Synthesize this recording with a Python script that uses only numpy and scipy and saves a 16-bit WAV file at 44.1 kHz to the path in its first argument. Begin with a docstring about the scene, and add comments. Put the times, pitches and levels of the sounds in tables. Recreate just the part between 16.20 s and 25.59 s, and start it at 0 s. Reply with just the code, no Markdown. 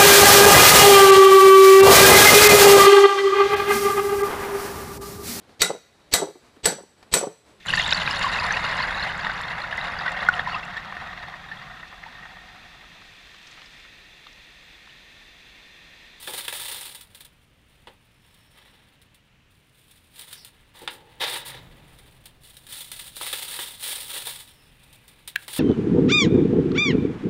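"""Hands crush dry cakes of sand and cement: grit patters and powder hisses on a thin sheet in a plastic
basin, as dense tiny impacts filtered by the sheet's response. Crumbs and lumps burst, and heavier blows
ring the basin's modes. The sheet is shoved and scrapes by stick-slip; near the end one hard cake snaps.
Faint outdoor air, a low rumble and airy whistles lie underneath."""
import sys
import numpy as np
from scipy import signal
from scipy.fft import rfft, irfft, next_fast_len
from scipy.io import wavfile
from scipy.ndimage import map_coordinates

SR = 44100
rng = np.random.default_rng(int(sys.argv[2]) if len(sys.argv) > 2 else 0)


def waveform_to_disk(signal):
    """Save audio, clipped to [-1, 1], as 16-bit WAV at the path in sys.argv[1]."""
    frames = np.transpose(np.atleast_2d(signal))
    scaled = np.clip(frames, -1, 1) * 32767
    samples = np.round(scaled).astype(np.int16)
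    wavfile.write(sys.argv[1], SR, samples)


N = 414099


def amp(db):
    """Decibels to gain."""
    return 10 ** (np.asarray(db) / 20)


def unit(x):
    """Scale to rms 1."""
    return x / np.sqrt(np.mean(x ** 2) + 1e-20)


def wobble(knots_per_s):
    """Smooth random curve."""
    knots = rng.standard_normal(int(N * knots_per_s / SR) + 4)
    return map_coordinates(knots, [np.arange(N) * knots_per_s / SR])


def band(x, lo_hz, hi_hz):
    """Brick-wall band-pass."""
    size = next_fast_len(N + SR // 2)
    hz = np.fft.rfftfreq(size, 1 / SR)
    return irfft(rfft(x, size) * ((hz >= lo_hz) & (hz < hi_hz)), size)[:N]


def colour(x, points, size=8192):
    """Minimum-phase filter of unit energy, shaped by (f/Hz, level/dB) points."""
    points_hz, points_db = np.transpose(points)
    hz = np.fft.rfftfreq(size, 1 / SR)
    gain = amp(np.interp(np.log(hz + 1), np.log(points_hz), points_db))
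    cepstrum = irfft(np.log(gain))
    cepstrum[1:size // 2] *= 2
    cepstrum[size // 2 + 1:] = 0
    kernel = irfft(np.exp(rfft(cepstrum)))
    return signal.fftconvolve(x, kernel / np.linalg.norm(kernel))[:len(x)]


def grains(per_s, spread_db):
    """Tiny impacts of random time, size and sign; rms 1."""
    hit = rng.random(N) < per_s / SR
    size = amp(spread_db * np.clip(rng.standard_normal(N), -2, 2))
    return unit(hit * size * rng.choice([-1, 1], N))


def clumps(per_s, life_s, spread_db, share):
    """Gain of a stream with a share of its power in sudden, decaying clumps."""
    power = signal.lfilter([1], [1, -np.exp(-1 / (life_s * SR))], grains(per_s, spread_db) ** 2)
    return np.sqrt(1 - share + share * power / power.mean())


def strokes(rows, attack_s, fall_db_per_s):
    """Rise-hold-fall gain for each level column of (t/s, length/s, level/dB, ...) rows."""
    power = np.zeros((len(rows[0]) - 2, N))
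    for start_s, length_s, *levels_db in rows:
        start = max(round(start_s * SR), 0)
        t = np.arange(start, min(start + 2 * SR, N)) / SR - start_s
        shape = np.clip(t / attack_s, 0, 1) * amp(-fall_db_per_s * np.maximum(t - length_s, 0))
        power[:, start:start + len(t)] += np.outer(amp(levels_db), shape) ** 2
    return np.sqrt(power)


def reflections(x, t60_s, cutoff_hz):
    """Short, dense, low-passed echo tail."""
    t = np.arange(SR // 2) / SR
    tail = rng.standard_normal(len(t)) * amp(-60 * t / t60_s) * (t > 0.002)
    tail = signal.lfilter(*signal.butter(2, cutoff_hz, fs=SR), tail / np.linalg.norm(tail))
    return signal.fftconvolve(x, tail)[:N]


# Air spectrum: f/Hz, relative level/dB
AIR_SPECTRUM = [(12, -47), (20, -7), (106, -3.5), (298, -13.5), (372, -19.5), (404, -17), (811, -22.5),
                (2840, -17.5), (4680, -30), (15500, -45)]
def air(level_db, waver_db):
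    """Outdoor air: near-steady noise."""
    return amp(level_db + waver_db * wobble(5)) * unit(colour(rng.standard_normal(N), AIR_SPECTRUM))


# Rumble envelope: t/s, level/dB
RUMBLE_LEVELS = [(0, -61), (3.4, -71), (5.25, -57), (5.42, -47), (5.75, -53.5), (6.2, -58.5), (9.39, -60.5)]
# Rumble spectrum: f/Hz, relative level/dB
RUMBLE_SPECTRUM = [(20, -3), (60, -0.5), (90, -11.5), (128, 2), (180, -10), (400, -16.5), (1000, -21.5),
                   (4000, -41.5)]
def rumble():
    """Dull noise that swells as the sheet settles."""
    level_db = np.interp(np.arange(N) / SR, *np.transpose(RUMBLE_LEVELS))
    return amp(level_db) * unit(colour(rng.standard_normal(N), RUMBLE_SPECTRUM))


# Airy whistles: t/s, length/s, start f/Hz, end f/Hz, level/dB
WHISTLE_GLIDES = [(1.85, 0.87, 5260, 5600, -73), (4.13, .14, 5530, 4570, -51.5),
                  (8.192, .37, 5600, 5100, -67.5), (8.249, 0.93, 2866, 2183, -64)]
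def whistles(width_hz, smear_s):
    """Narrow bands of hiss swell and glide; a faster glide widens the band."""
    out = np.zeros(N)
    for start_s, length_s, start_hz, end_hz, db in WHISTLE_GLIDES:
        progress = np.clip((np.arange(N) / SR - start_s) / length_s, 0, 1)
        phase = 2 * np.pi * np.cumsum(start_hz + (end_hz - start_hz) * progress) / SR
        band_hz = width_hz + smear_s * abs(end_hz - start_hz) / length_s
        hiss = wobble(band_hz) * np.sin(phase) + wobble(band_hz) * np.cos(phase)
        out += amp(db) * np.sin(np.pi * progress) * hiss
    return out


# Sheet sliding to rest: t/s, length/s, level/dB
DRONE_STROKES = [(5.25, 0.12, -49)]
def drone(pitch_hz, waver_hz):
    """Low, unsteady note of the whole sheet."""
    phase = 2 * np.pi * np.cumsum(pitch_hz + waver_hz * wobble(30)) / SR
    return strokes(DRONE_STROKES, SHOVE_ATTACK_S, fall_db_per_s=150)[0] * np.sin(phase)


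# Dragged sheet's response: f/Hz, relative level/dB
SHEET_SPECTRUM = [(150, -29), (520, -3.5), (690, -11), (900, -2.5), (1430, -11), (1830, -2.5), (2350, -10),
                  (3270, -8), (3720, -4.5), (4200, -16.5), (6200, -24.5), (16000, -31)]
# Shoves of the sheet: t/s, length/s, scrape level/dB, sliding powder level/dB
SHEET_SHOVES = [(4.535, 0.1, -50.5, -55), (4.69, 0.059, -53, -51.5), (4.997, 0.044, -28, -39),
                (5.06, 0.11, -36.5, -37), (5.245, 0.058, -42, -42.5), (5.33, 0.018, -45.5, -56)]
SHOVE_ATTACK_S = 0.019
def scrape(rasp_db, rasp_hz, rasp_width_hz):
    """Sand under the edge makes the sheet stick, slip and ring; hard shoves add a bright rasp."""
    slips = grains(per_s=8000, spread_db=0.5)
    slips *= clumps(per_s=200, life_s=0.0069, spread_db=3.5, share=0.56)
    force = strokes(SHEET_SHOVES, SHOVE_ATTACK_S, fall_db_per_s=175)[0]
    ring = colour(slips, SHEET_SPECTRUM)
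    rasp = signal.lfilter(*signal.iirpeak(rasp_hz, rasp_hz / rasp_width_hz, fs=SR), ring)
    return force * (ring + amp(rasp_db) * np.sqrt(force / force.max()) * rasp)


# Hollow basin modes: f/Hz, relative level/dB
BASIN_MODES = [(255, -5), (350, 1.5), (490, 1), (860, 3.5)]
# Blows on the basin, and a long ring after the sheet is knocked: t/s, level/dB, t60/s
BASIN_BLOWS = [(0.081, -42, 0.17), (0.136, -38, 0.082), (1.672, -50.5, 0.18), (4.614, -44, 0.17),
               (4.678, -40, 0.069), (4.71, -58, 1.6)]
def knocks(attack_s, phase_step_rad):
    """Heavier blows ring the basin's modes at random strengths; loose sand blurs the pitch."""
    t = np.arange(SR // 2) / SR
    rise = 1 - np.exp(-t / attack_s)
    out = np.zeros(N + SR)
    for start_s, blow_db, t60_s in BASIN_BLOWS:
        for hz, mode_db in BASIN_MODES:
            phase = 2 * np.pi * hz * t + phase_step_rad * np.cumsum(rng.standard_normal(len(t)))
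            decay = amp(blow_db + mode_db + rng.normal(0, 1.9) - 60 * t / t60_s)
            out[round(start_s * SR):][:len(t)] += rise * decay * np.sin(phase)
    return out[:N]


# Crack spectrum: f/Hz, relative level/dB
CRACK_SPECTRUM = [(700, -25), (1300, -14.5), (1660, 6), (2150, -4.5), (3150, -6), (4000, -10),
                  (4800, -23.5), (16000, -25)]
# First give, then the break: t/s, impulse level/dB
FRACTURE_JUMPS = [(9.1574, -7.5), (9.16, 2.5), (9.1612, -3.5)]
def snap(chips_db, chips_t60_s):
    """A fracture crosses the hard cake in jumps, each trailed by tiny chips."""
    t = np.arange(SR // 10) / SR
    impulse = t == 0
    stress = np.zeros(N + SR)
    for start_s, db in FRACTURE_JUMPS:
        chips = amp(chips_db - 60 * t / chips_t60_s) * rng.standard_normal(len(t))
        stress[round(start_s * SR):][:len(t)] += amp(db) * (impulse + chips)
    return colour(stress[:N], CRACK_SPECTRUM)


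# Grit on the sheet: f/Hz, relative level/dB
GRIT_SPECTRUM = [(130, -34), (280, -14.5), (510, -5), (680, -11), (880, -4.5), (1430, -9), (1870, -2.5),
                 (2350, -7.5), (3650, -4), (4600, -14.5), (6200, -31), (9500, -23), (16000, -63)]
def grit_patter(impacts):
    """Coarse grains sound the sheet's midrange."""
    return colour(impacts, GRIT_SPECTRUM)


# Powder on the sheet: f/Hz, relative level/dB
POWDER_SPECTRUM = [(300, -38.5), (1400, -13.5), (2600, -7), (3650, 2.5), (4400, -4), (6200, -14),
                   (7900, -7.5), (9100, -0.5), (10200, -3), (11500, -13.5), (14300, -4), (16000, -13)]
def powder_hiss(impacts):
    """Fine grains sound the sheet's treble."""
    return colour(impacts, POWDER_SPECTRUM)


def bursts(events, hit_db, hit_t60_s, grit_t60_s, dust_t60_s):
    """One hit per event, then a decaying scatter of grit (thud, crunch) and powder (spray)."""
    t = np.arange(SR // 3) / SR
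    scatter_t60_s = np.array([[grit_t60_s], [grit_t60_s], [dust_t60_s]])
    shape = amp(hit_db - 60 * t / hit_t60_s) + amp(-60 * t / scatter_t60_s)
    gains = np.zeros((3, N + SR))
    for start_s, *levels_db in events:
        gains[:, round(start_s * SR):][:, :len(t)] += amp(levels_db)[:, None] * shape
    thud, crunch, spray = (gain * grains(per_s=9000, spread_db=7) for gain in gains[:, :N])
    thud = signal.lfilter(*signal.butter(2, 1250, "low", fs=SR), grit_patter(thud))
    crunch = signal.lfilter(*signal.butter(2, 1250, "high", fs=SR), grit_patter(crunch))
    return thud + crunch + powder_hiss(spray)


# Landing lumps: t/s, thud level/dB, crunch level/dB, spray level/dB
LUMP_LANDINGS = [(0.0746, -30, -30.5, -38.5), (0.1354, -37, -43, -36), (0.2807, -32.5, -29, -33.5),
                 (0.3262, -32.5, -34, -36), (1.6709, -37, -41.5, -72), (4.676, -29, -25, -60),
                 (6.9669, -38, -48, -36), (7.012, -29.5, -35, -37.5), (7.066, -39, -36, -32.5),
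                 (7.129, -31, -25.5, -33), (7.39, -32, -33, -34), (7.9624, -37.5, -33, -54),
                 (8.069, -32.5, -38, -30), (9.2802, -35, -36.5, -37)]
def lumps():
    """Lumps land and burst; the powder outlasts the grit."""
    return bursts(LUMP_LANDINGS, hit_db=-2.5, hit_t60_s=0.0096, grit_t60_s=0.097, dust_t60_s=0.22)


def stray_crumbs(powder_flow, per_s, full_scale_db, db_per_flow_db, spread_db):
    """Random (t/s, level/dB) crumbs, stronger when more powder carries them."""
    at = np.flatnonzero(rng.random(N) < per_s / SR)
    flow_db = 20 * np.log10(powder_flow + 1e-9)
    level_db = full_scale_db + db_per_flow_db * flow_db + spread_db * rng.standard_normal(N)
    return list(zip(at / SR, level_db[at]))


# Crumbs snapping off between the fingers: t/s, level/dB
CRUMB_BREAKS = [(0.7485, -24.5), (0.8093, -28), (0.9475, -30.5), (0.9733, -42), (1.0055, -28.5),
                (1.0485, -33), (2.816, -43), (2.945, -41), (3.9594, -34), (3.9928, -29.5), (4.0114, -31),
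                (4.128, -22.5), (4.248, -28.5), (5.7877, -40), (6.0563, -28), (6.2497, -40), (6.368, -34),
                (6.4672, -32), (6.4872, -31), (6.5241, -24.5), (6.6064, -25.5), (6.7164, -20.5),
                (6.793, -21.5), (8.6318, -40), (8.728, -35.5), (8.8797, -34.5), (9.0757, -20.5)]
# Blend of one crumb: thud, crunch, spray, each as relative level/dB
CRUMB_BLEND_DB = [-27, -22.5, -12.5]
def crumbs(powder_flow):
    """Small crumbs share one blend and burst more softly than lumps."""
    strays = stray_crumbs(powder_flow, per_s=13, full_scale_db=-8, db_per_flow_db=0.66, spread_db=1.5)
    events = [(start_s, *np.add(db, CRUMB_BLEND_DB)) for start_s, db in list(CRUMB_BREAKS) + strays]
    return bursts(events, hit_db=-14, hit_t60_s=0.026, grit_t60_s=0.12, dust_t60_s=0.099)


# Fingers rubbing a cake or the dusty sheet: t/s, length/s, grit level/dB, powder level/dB
FINGER_RUBS = [(0.75, .18, -68, -66), (1.45, 0.33, -70.5, -73), (2.0, 0.46, -66.5, -68.5),
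               (2.33, .11, -59.5, -78), (3.28, 0.058, -87, -73), (3.5, 0.23, -79, -65),
               (4.2, 0.31, -66.5, -77), (4.75, 0.29, -61, -71.5), (5.25, 0.19, -56, -70),
               (5.62, 0.21, -64, -64), (6.2, 0.23, -68, -60), (8.25, 1, -65, -66)]
# Handfuls let go over the sheet: t/s, length/s, grit level/dB, powder level/dB
HANDFULS = [(-0.06, 0.24, -50, -42.5), (0.1, .11, -43.5, -39), (0.31, 0.3, -45, -38),
            (3.65, 0.061, -65.5, -61), (3.91, .22, -56, -50), (6.2, 0.049, -72, -53.5),
            (6.48, 0.12, -54.5, -41.5), (6.71, .14, -55.5, -44.5), (6.99, 0.44, -44.5, -37),
            (7.59, .17, -45, -34), (7.87, .23, -46, -38.5), (9.17, 0.068, -57, -52.5),
            (9.29, .15, -45, -37)]
def sand_flow():
    """Grit and powder envelopes: poured, rubbed-off and sliding sand add in power."""
    poured = strokes(HANDFULS, attack_s=0.049, fall_db_per_s=96.5)  # fingers open; stream runs dry
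    rubbed = strokes(FINGER_RUBS, attack_s=0.047, fall_db_per_s=29)
    sliding = strokes(SHEET_SHOVES, SHOVE_ATTACK_S, fall_db_per_s=375)[1]
    grit, powder = np.hypot(poured, rubbed)
    return grit, np.hypot(powder, sliding)


def pour(grit_flow, powder_flow, grit_gain_db, powder_gain_db, full_flow_db, spurt_db, spurts_per_s):
    """Grit and powder rain on the sheet in shared clumps and spurts; thin powder comes in puffs."""
    grit = grit_patter(grains(per_s=3500, spread_db=1))
    grit /= band(grit, 300, 2200).std()
    powder = powder_hiss(grains(per_s=12000, spread_db=4))
    powder /= band(powder, 7000, 15500).std()
    thinness = 1 - np.minimum(powder_flow / amp(full_flow_db), 1)
    powder *= clumps(per_s=49, life_s=0.0077, spread_db=11.5, share=0.25 * thinness)
    stream = amp(grit_gain_db) * grit_flow * grit + amp(powder_gain_db) * powder_flow * powder
    stream *= clumps(per_s=150, life_s=0.0055, spread_db=1.5, share=0.71)
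    return stream * amp(spurt_db * wobble(spurts_per_s))


def scene():
    """Sand and sheet echo inside the basin; the snap, up in the hands, is drier."""
    grit_flow, powder_flow = sand_flow()
    basin = pour(grit_flow, powder_flow, grit_gain_db=-2.5, powder_gain_db=-1,
                 full_flow_db=-45.5, spurt_db=1, spurts_per_s=42)
    basin += scrape(rasp_db=7.5, rasp_hz=4240, rasp_width_hz=1370)
    basin += drone(pitch_hz=126, waver_hz=5.5)
    basin += knocks(attack_s=0.0042, phase_step_rad=0.095)
    basin += crumbs(powder_flow) + lumps()
    basin += amp(-11) * reflections(basin, t60_s=0.025, cutoff_hz=12000)
    crack = snap(chips_db=-26, chips_t60_s=0.02)
    reverb = amp(-11.5) * reflections(basin + crack / 2, t60_s=0.27, cutoff_hz=4760)
    background = whistles(width_hz=330, smear_s=0.21) + air(level_db=-60.5, waver_db=0.34) + rumble()
    return (background + reverb + crack + basin)[None]


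def record(dry):
    """Microphone band limit."""
    return band(dry[0], lo_hz=15, hi_hz=15750)[None]


dry = scene()
out = record(dry)
waveform_to_disk(out)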